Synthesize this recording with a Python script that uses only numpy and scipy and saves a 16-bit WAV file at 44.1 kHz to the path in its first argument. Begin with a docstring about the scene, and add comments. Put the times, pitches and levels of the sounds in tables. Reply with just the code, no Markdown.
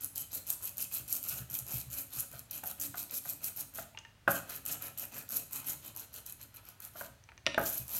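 """Inking a roller on glass

A small room, one small microphone, near enough to the table for the direct sound to lead the room.
A rubber roller is pulled and pushed through tacky ink on a glass plate; ink threads snap behind it
in a bright crackle. The harder the stroke and the hand's pressure, the more the roller rasps and the
plate rumbles. Twice the roller is lifted, rattles in its frame and is set down with a knock."""
import sys
import numpy as np
from scipy import signal
from scipy.fft import rfft, irfft, next_fast_len
from scipy.io import wavfile
from scipy.ndimage import uniform_filter1d, map_coordinates

SR = 44100
rng = np.random.default_rng(int(sys.argv[2]) if len(sys.argv) > 2 else 0)


def generate_wav(signal):
    """Clip the signal to [-1, 1] and save it as 16-bit WAV at the path in sys.argv[1]."""
    frames = np.transpose(np.atleast_2d(signal))
    scaled = np.clip(frames, -1, 1) * 32767
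    pcm = np.round(scaled).astype(np.int16)
    wavfile.write(sys.argv[1], SR, pcm)


N = 352359

# strokes of the roller, pull and push in turn: start/s, length/s, strength/dB
ROLLER_STROKES = [(.003, 0.076, -5.5), (0.149, 0.098, -3), (0.31, 0.093, -1.5), (0.463, 0.092, 0.5),
                  (.61, 0.094, -2), (0.766, 0.096, 2), (0.908, 0.11, 1), (1.075, 0.12, 2.5),
                  (1.218, 0.22, 0), (1.495, 0.13, -2.5), (1.652, 0.19, -2), (1.897, 0.15, -2),
                  (2.101, 0.15, -.5), (2.31, .11, -14), (2.504, 0.11, -6.5), (2.632, .1, -2.5),
                  (2.792, 0.09, 2.5), (2.951, 0.1, -1.5), (3.107, 0.083, 1.5), (3.234, 0.12, -2.5),
                  (3.412, 0.096, 0.5), (3.558, 0.085, -1.5), (3.734, 0.11, -4.5), (4.284, 0.12, 1.5),
                  (4.472, 0.12, -4.5), (4.649, 0.12, .5), (4.802, 0.11, -6), (4.971, 0.093, -2),
                  (5.116, 0.12, -6.5), (5.286, .14, 1.5), (5.506, 0.12, -2), (5.64, 0.11, 1),
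                  (5.821, 0.094, -10), (5.946, 0.12, -9), (6.123, 0.089, -9.5), (6.254, 0.086, -11.5),
                  (6.393, 0.066, -14.5), (6.538, 0.061, -16.5), (6.638, 0.097, -18.5), (6.798, .1, -13.5),
                  (6.932, 0.15, -9.5), (7.584, 0.26, 1), (7.863, 0.22, 0.5)]
# the rubber lands on the plate: t/s, level/dB, contact cut-off/Hz
LANDINGS = [(1.142, -56.5, 1200), (2.336, -54.5, 1800), (2.635, -47, 2360), (2.942, -46, 2180),
            (3.253, -52.5, 2230), (3.785, -43.5, 2210), (4.2767, -23, 1880), (6.955, -50.5, 1380),
            (7.01, -43, 1680), (7.5781, -24.5, 1710)]
OTHER_END_S = 0.002724  # the roller's second end lands this long after the first


def ink(crackle_db=-37.5, snap_db=-6, snap_t60=0.012, splat_db=-3):
    """Ink threads stretch behind the roller and snap, a few loudly; each landing snaps some too."""
    # the thickest threads part with one loud snap: t/s, level/dB
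    thick_snaps = [(.045, -19), (0.158, -20), (.179, -17.5), (0.503, -14), (0.7812, -22), (1.127, -13),
                   (1.541, -20.5), (1.589, -20), (2.393, -26.5), (2.511, -25), (2.7991, -22.5), (3.11, -25),
                   (3.443, -17), (3.573, -26), (4.662, -19.5), (4.977, -27), (4.996, -23), (5.368, -21),
                   (5.963, -25.5), (6.263, -25), (6.3234, -29), (6.802, -40), (6.824, -36), (6.844, -32),
                   (6.8497, -28)]
    # the ink's crackle as heard, with the microphone's bright resonance near 12 kHz: f/Hz, level/dB
    spectrum = [(1500, -44.5), (3500, -23), (5000, -16), (6700, -7.5), (7700, -10), (9000, -10.5),
                (10100, -16.5), (10900, -4), (11800, 4), (12500, 0), (13600, -7), (15000, -7), (16000, -15)]
    pops = amp(crackle_db) * stroke_bursts(
        [db for _, _, db in ROLLER_STROKES], rate=1800, spread_db=4.5, life_s=0.00039,
        hiss=0.26, arch=2.1, lead_s=0, clump_db=3.0, rate_by_strength=0.73)
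    splats = [(s + OTHER_END_S, db + splat_db) for s, db, _ in LANDINGS]
    t = np.arange(SR // 50) / SR
    for s, db in thick_snaps + stroke_snaps() + splats:
        add(pops, s, amp(db + snap_db) * fade(t, snap_t60) * rng.standard_normal(len(t)))
    crackle = coloured(pops, lambda hz: amp(along(spectrum, hz)))
    return shifting_colour(crackle, depth_db=1.7, window=256)


def stroke_snaps(breakaway_s=0.0046, push_sticks_db=4, scatter_db=15):
    """Ink set during the turn lets go, harder on a push; then two thicker threads part at random."""
    snaps = []
    for k, (start, length, strength_db) in enumerate(ROLLER_STROKES):
        release = start + breakaway_s
        snaps.append((release, -35.5 + 0.64 * strength_db - push_sticks_db * (-1) ** k))
        for place, weakness in rng.random((2, 2)):
            delay = 0.54 * length * place ** 1.1  # mostly early in the stroke
            snaps.append((release + delay, -29 + 0.19 * strength_db - scatter_db * weakness))
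    return snaps


def rolling(rasp_db=-53.5, rumble_db=-56.5):
    """Rolling shakes the roller and the plate, from a little before the ink begins to tear."""
    # resonances of the turning roller: f/Hz, width/Hz, level/dB
    roller_modes = [(2540, 183, 1.5), (3087, 64, 0), (4040, 2000, -7), (4100, 280, -2), (6200, 770, -6.5)]
    # resonances of the roller pressed on the glass: f/Hz, width/Hz, level/dB
    pressed_modes = [(223, 11, 6), (278.5, 18.6, 8), (450, 15, 3.5), (561.5, 26, 6), (661, 73, 3),
                     (963, 39, -1.5), (1298, 89, 4.5), (1460, 49, 4.5), (1712, 57, -1.5)]
    # spectrum of the plate's rumble: f/Hz, level/dB
    spectrum = [(60, -21), (130, 8), (200, 2), (310, -1.5), (380, -4), (500, -12), (720, 0.5), (1050, -3),
                (1600, -5), (2000, -6.5), (3000, -4), (6000, -54)]
    rasp = stroke_bursts(
        shaking_db(by_strength=0.47, by_pressure=0.3), rate=2900, spread_db=4.0, life_s=0.00041,
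        hiss=0.38, arch=2.9, lead_s=0.016, clump_db=3.0, rate_by_strength=0.33)
    rumble = stroke_bursts(
        shaking_db(by_strength=0.34, by_pressure=0.86), rate=1400, spread_db=0.5, life_s=0.00055,
        hiss=0.58, arch=1.9, lead_s=0.017, clump_db=2.06, rate_by_strength=0.085)
    roller = coloured(rasp, lambda hz: resonances(roller_modes, hz))
    plate = coloured(rumble, lambda hz: np.hypot(amp(along(spectrum, hz)), resonances(pressed_modes, hz)))
    return shifting_colour(amp(rasp_db) * roller + amp(rumble_db) * plate, depth_db=2.0, window=1024)


def shaking_db(by_strength, by_pressure, pull_db=0.5):
    """Each stroke shakes a part more with strength and hand pressure, and a pull more than a push."""
    # how hard the hand presses: t/s, level/dB
    pressure = [(0, -2.5), (1.1, -2), (1.3, 1), (2.7, -.5), (3.8, -1), (4.35, 6.5), (4.8, 7), (5.1, 3.5),
                (5.4, 3.5), (5.85, 1), (6.15, -1.5), (6.3, -4), (7, 1), (8, 0.5)]
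    start, length, strength_db = np.transpose(ROLLER_STROKES)
    pressure_db = np.interp(start + length / 2, *np.transpose(pressure))
    direction = (-1) ** np.arange(len(start))
    return by_strength * strength_db + by_pressure * pressure_db + pull_db * direction


def roller_speed(start, length, fastest_share=0.47):
    """The roller gathers speed and slows to the turn: its samples, and an arch from 0 to 1 to 0."""
    span = np.arange(max(0, round(start * SR)), min(N, round((start + length) * SR)))
    progress = (span / SR - start) / length
    return span, np.sin(np.interp(progress, [0, fastest_share, 1], [0, np.pi / 2, np.pi]))


def stroke_bursts(levels_db, rate, spread_db, life_s, hiss, arch, lead_s, clump_db, rate_by_strength):
    """Tiny random noise bursts under each stroke; more speed and strength mean more of them."""
    power, chance = np.zeros(N), rng.random(N)
    sizes = amp(spread_db * np.clip(rng.standard_normal(N), -2, 2))
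    tack = amp(clump_db * np.clip(wobble(rate=60), -2, 2)) ** 2  # uneven ink tears in clumps
    for (start, length, strength_db), db in zip(ROLLER_STROKES, levels_db):
        span, speed = roller_speed(start - lead_s, length + 2 * lead_s)
        drive = np.abs(speed) ** arch
        bursts_per_s = rate * amp(rate_by_strength * strength_db) * drive
        bursts = (chance[span] < bursts_per_s / SR) * sizes[span] ** 2
        bursts *= drive.sum() / (bursts.sum() + 1e-9)
        energy = (bursts + hiss * drive) * tack[span]  # the finest threads merge into a hiss
        power[span] += amp(db) ** 2 * energy * drive.sum() / (energy.sum() + 1e-9)
    decay = np.exp(-1 / (life_s * SR))
    envelope = np.sqrt(signal.lfilter([1 - decay], [1, -decay], power))
    return envelope * rng.standard_normal(N)


def shifting_colour(x, depth_db, window):
    """The colour drifts a little, at random, as the roller reaches other parts of the plate."""
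    spectra = signal.stft(x, nperseg=window)[2]
    drift = rng.standard_normal(spectra.shape)
    for axis in (0, 1, 0, 1):
        drift = uniform_filter1d(drift, size=8, axis=axis)
    gain = unit(amp(depth_db * unit(drift)))
    return signal.istft(spectra * gain, nperseg=window)[1][:N]


def plate_knocks(other_end_db=-2):
    """The roller lands one end after the other and rings the glass."""
    # modes of the glass plate on the table: f/Hz, level/dB, t60/s
    plate_modes = [(569.5, -12, 0.13), (645, -4, 0.043), (717, -8.5, 0.057), (841, -4.5, 0.029),
                   (975, -8.5, 0.022), (1252, -4, 0.072), (1408, 0.5, 0.025), (1614, 3, 0.02),
                   (2000, -21, 0.023), (2560, -15.5, 0.03), (3020, -27, 0.023)]
    other_ends = [(s + OTHER_END_S, db + other_end_db, cut_hz) for s, db, cut_hz in LANDINGS]
    return blows(LANDINGS + other_ends, plate_modes,
                 crack=2.1, crack_t60=0.034, scatter_db=7.0, detune=0.0041)


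def frame_clacks():
    """The roller's frame strikes the glass and rings briefly."""
    # contacts with the glass: t/s, level/dB, contact cut-off/Hz
    clacks = [(7.4585, -55, 4000), (7.4652, -25.5, 5050), (7.471, -32.5, 3480), (7.5453, -36.5, 4130)]
    # modes of the frame: f/Hz, level/dB, t60/s
    frame_modes = [(259, -15, 0.086), (560, -11, .1), (628, -8.5, 0.065), (942, -19, 0.1),
                   (1410, -14, 0.04), (1820, -12, 0.082), (1990, -5.5, 0.0077), (2860, 1.5, 0.014),
                   (3130, -3, 0.011), (3640, 4, 0.0078), (5757, 1, 0.0083)]
    return blows(clacks, frame_modes, crack=3.0, crack_t60=0.0074, scatter_db=0.5, detune=0.0055)


def axle_ticks():
    """The loose axle ticks in its bearings while the roller is in the air."""
    # contacts with the bearings: t/s, level/dB, contact cut-off/Hz
    ticks = [(3.948, -54.5, 2000), (3.9739, -44, 3680), (3.9878, -49, 6860), (4.05, -51.5, 3450),
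             (7.239, -61.5, 7040), (7.289, -53, 2900), (7.318, -56, 1810), (7.378, -54.5, 3540)]
    # modes of the axle: f/Hz, level/dB, t60/s
    axle_modes = [(902, -9.5, 0.09), (1785, -1.5, 0.035), (2400, -4, 0.014), (2780, 0, 0.029),
                  (3400, -6, 0.007), (4700, -8, 0.0036), (6170, 13.5, 0.0077)]
    return blows(ticks, axle_modes, crack=2.5, crack_t60=0.032, scatter_db=9.0, detune=0.021)


def blows(contacts, modes, crack, crack_t60, scatter_db, detune):
    """Each contact rings the modes under a short crack; a softer contact is duller."""
    track, t = np.zeros(N), np.arange(SR // 4) / SR
    bass_cut = signal.butter(2, 520, "highpass", fs=SR)  # a small object radiates little bass
    for s, db, cut_hz in contacts:
        pitch = 1 + detune * rng.standard_normal()  # grip and point of contact shift the pitch
        ring = np.zeros(len(t))
        for k, (hz, mode_db, t60) in enumerate(modes):
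            # neighbouring modes move in opposite directions
            gain = (-1) ** k * amp(mode_db + scatter_db * rng.standard_normal())
            ring += gain * fade(t, t60) * np.sin(2 * np.pi * hz * pitch * t)
        grit = signal.lfilter(*bass_cut, rng.standard_normal(len(t)))
        hit = ring + crack * fade(t, crack_t60) * grit
        hit = signal.lfilter(*signal.butter(3, cut_hz, fs=SR), hit)
        add(track, s, amp(db) * hit / hit[:SR // 100].std())  # level set over the first 10 ms
    return track


def table_thuds(attack_s=0.0042, hand_cut_hz=110.3, rubber_cut_hz=330, landing_db=-18.5):
    """The table top thuds under each landing and under the soft hand, which reaches only low modes."""
    # the hand's weight bears on the table: t/s, level/dB
    hand_thuds = [(1, -45), (1.327, -43), (1.402, -36.5), (1.51, -42), (1.607, -40.5), (1.739, -32),
                  (1.774, -47), (1.867, -39.5), (2.884, -47), (2.167, -42.5), (2.338, -44.5), (7.1, -51),
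                  (7.466, -42), (7.797, -37.5)]
    # modes of the table top: f/Hz, level/dB, t60/s
    table_modes = [(70.3, -11, 0.47), (124.1, 6, 0.2), (173.8, 3, 0.32), (219.4, -1.5, 0.45)]
    track, t = np.zeros(N), np.arange(SR // 2) / SR
    thuds = [(s, db, hand_cut_hz) for s, db in hand_thuds]
    thuds += [(s, db + landing_db, rubber_cut_hz) for s, db, _ in LANDINGS]
    attack = 1 - np.exp(-t / attack_s)
    for s, db, cut_hz in thuds:
        for hz, mode_db, t60 in table_modes:
            gain = amp(db + mode_db) / np.hypot(1, (hz / cut_hz) ** 5)
            add(track, s, gain * attack * fade(t, t60) * np.sin(2 * np.pi * hz * t))
    return track


def room(x, wet_db, gap_s):
    """Direct sound, then the room's tail, drawn anew three times a second for the moving roller."""
    # colour of the tail, dipped near 12 kHz so the bright peak stays in the direct sound: f/Hz, level/dB
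    tail_colour = [(200, 5), (1500, -1.5), (6000, -5.5), (10000, 4.5), (11800, -6.5), (14000, -0.5),
                   (16000, -3)]
    # decay of the room: f/Hz, t60/s
    decay = [(150, 0.48), (700, 0.39), (1500, 0.36), (4000, 0.6), (8000, 0.39), (15000, 0.31)]
    heard, step = x.copy(), SR // 3
    for i in range(0, N, step):
        hz, t, noise = signal.stft(rng.standard_normal(SR // 2), SR, nperseg=256)
        spectra = noise * amp(along(tail_colour, hz))[:, None] * fade(t, along(decay, hz)[:, None])
        tail = signal.istft(spectra, SR, nperseg=256)[1]
        tail *= amp(wet_db) / np.linalg.norm(tail)
        add(heard, i / SR + gap_s, signal.fftconvolve(x[i:i + step], tail))
    return heard


def room_tone(air_db=-63, hum_db=-67, hum_hz=100):
    """Quiet room noise with a mains hum."""
    # spectrum of the room's noise: f/Hz, level/dB
    spectrum = [(20, -24), (40, -5.5), (62, -3), (110, -1.5), (160, -11), (230, -15), (380, -21),
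                (700, -21), (2000, -23.5), (4000, -28), (8000, -33.5), (16000, -38)]
    air = coloured(rng.standard_normal(N), lambda hz: amp(along(spectrum, hz)))
    hum = np.sin(2 * np.pi * hum_hz * np.arange(N) / SR)
    return amp(air_db) * air + amp(hum_db) * hum


def amp(db):
    """Decibels to gain."""
    return 10 ** (np.asarray(db) / 20)


def unit(x):
    """Scale to rms 1."""
    return x / np.sqrt(np.mean(x ** 2) + 1e-20)


def along(points, hz):
    """Read (f/Hz, value) points on a log frequency axis."""
    f, values = np.transpose(points)
    return np.interp(np.log(hz + 1), np.log(f), values)


def fade(t, t60):
    """Exponential decay by 60 dB in t60."""
    return np.exp(-np.log(1000) * t / t60)


def add(track, s, sound):
    """Mix a sound into the track at time s."""
    i = max(0, round(s * SR))
    track[i:i + len(sound)] += sound[:max(0, N - i)]


def wobble(rate):
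    """A smooth random curve with rate knots a second."""
    return map_coordinates(rng.standard_normal(N // 100), [np.arange(N) * rate / SR], mode="wrap")


def resonances(modes, hz):
    """Joint gain of resonances given as f/Hz, width/Hz, level/dB."""
    return np.sqrt(sum(amp(db) ** 2 / (1 + ((hz * hz - f * f) / (width * (hz + 1))) ** 2)
                       for f, width, db in modes))


def coloured(x, gain):
    """Causal filter with the shape gain(Hz) that keeps the power of white noise."""
    size = 2 * next_fast_len(N // 2 + SR // 4)
    shape = unit(gain(np.fft.rfftfreq(size, 1 / SR)))
    cepstrum = irfft(np.log(np.maximum(shape, 1e-6)))
    cepstrum[1:size // 2] *= 2  # folded for minimum phase
    cepstrum[size // 2 + 1:] = 0
    return irfft(rfft(x, size) * np.exp(rfft(cepstrum)), size)[:N]


def scene():
    """What reaches the microphone: strokes, knocks and rattles in the room, thuds and room tone."""
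    knocks = plate_knocks()
    rattles = frame_clacks() + axle_ticks()
    strokes = room(ink(), wet_db=-5.0, gap_s=0.003) + room(rolling(), wet_db=-5.5, gap_s=0.004)
    contacts = room(knocks, wet_db=-5.0, gap_s=0.0065) + room(rattles, wet_db=-7.5, gap_s=0.0023)
    return (strokes + contacts + table_thuds() + room_tone())[None]


def record(dry, low_hz=42, top_hz=16000):
    """The small mono microphone loses the deep bass, and nothing is kept above the band limit."""
    thin = signal.lfilter(*signal.butter(2, low_hz, "highpass", fs=SR), dry)
    size = next_fast_len(N + SR // 4)
    in_band = np.fft.rfftfreq(size, 1 / SR) < top_hz
    return irfft(rfft(thin, size) * in_band, size)[..., :N]


dry = scene()
out = record(dry)
generate_wav(out)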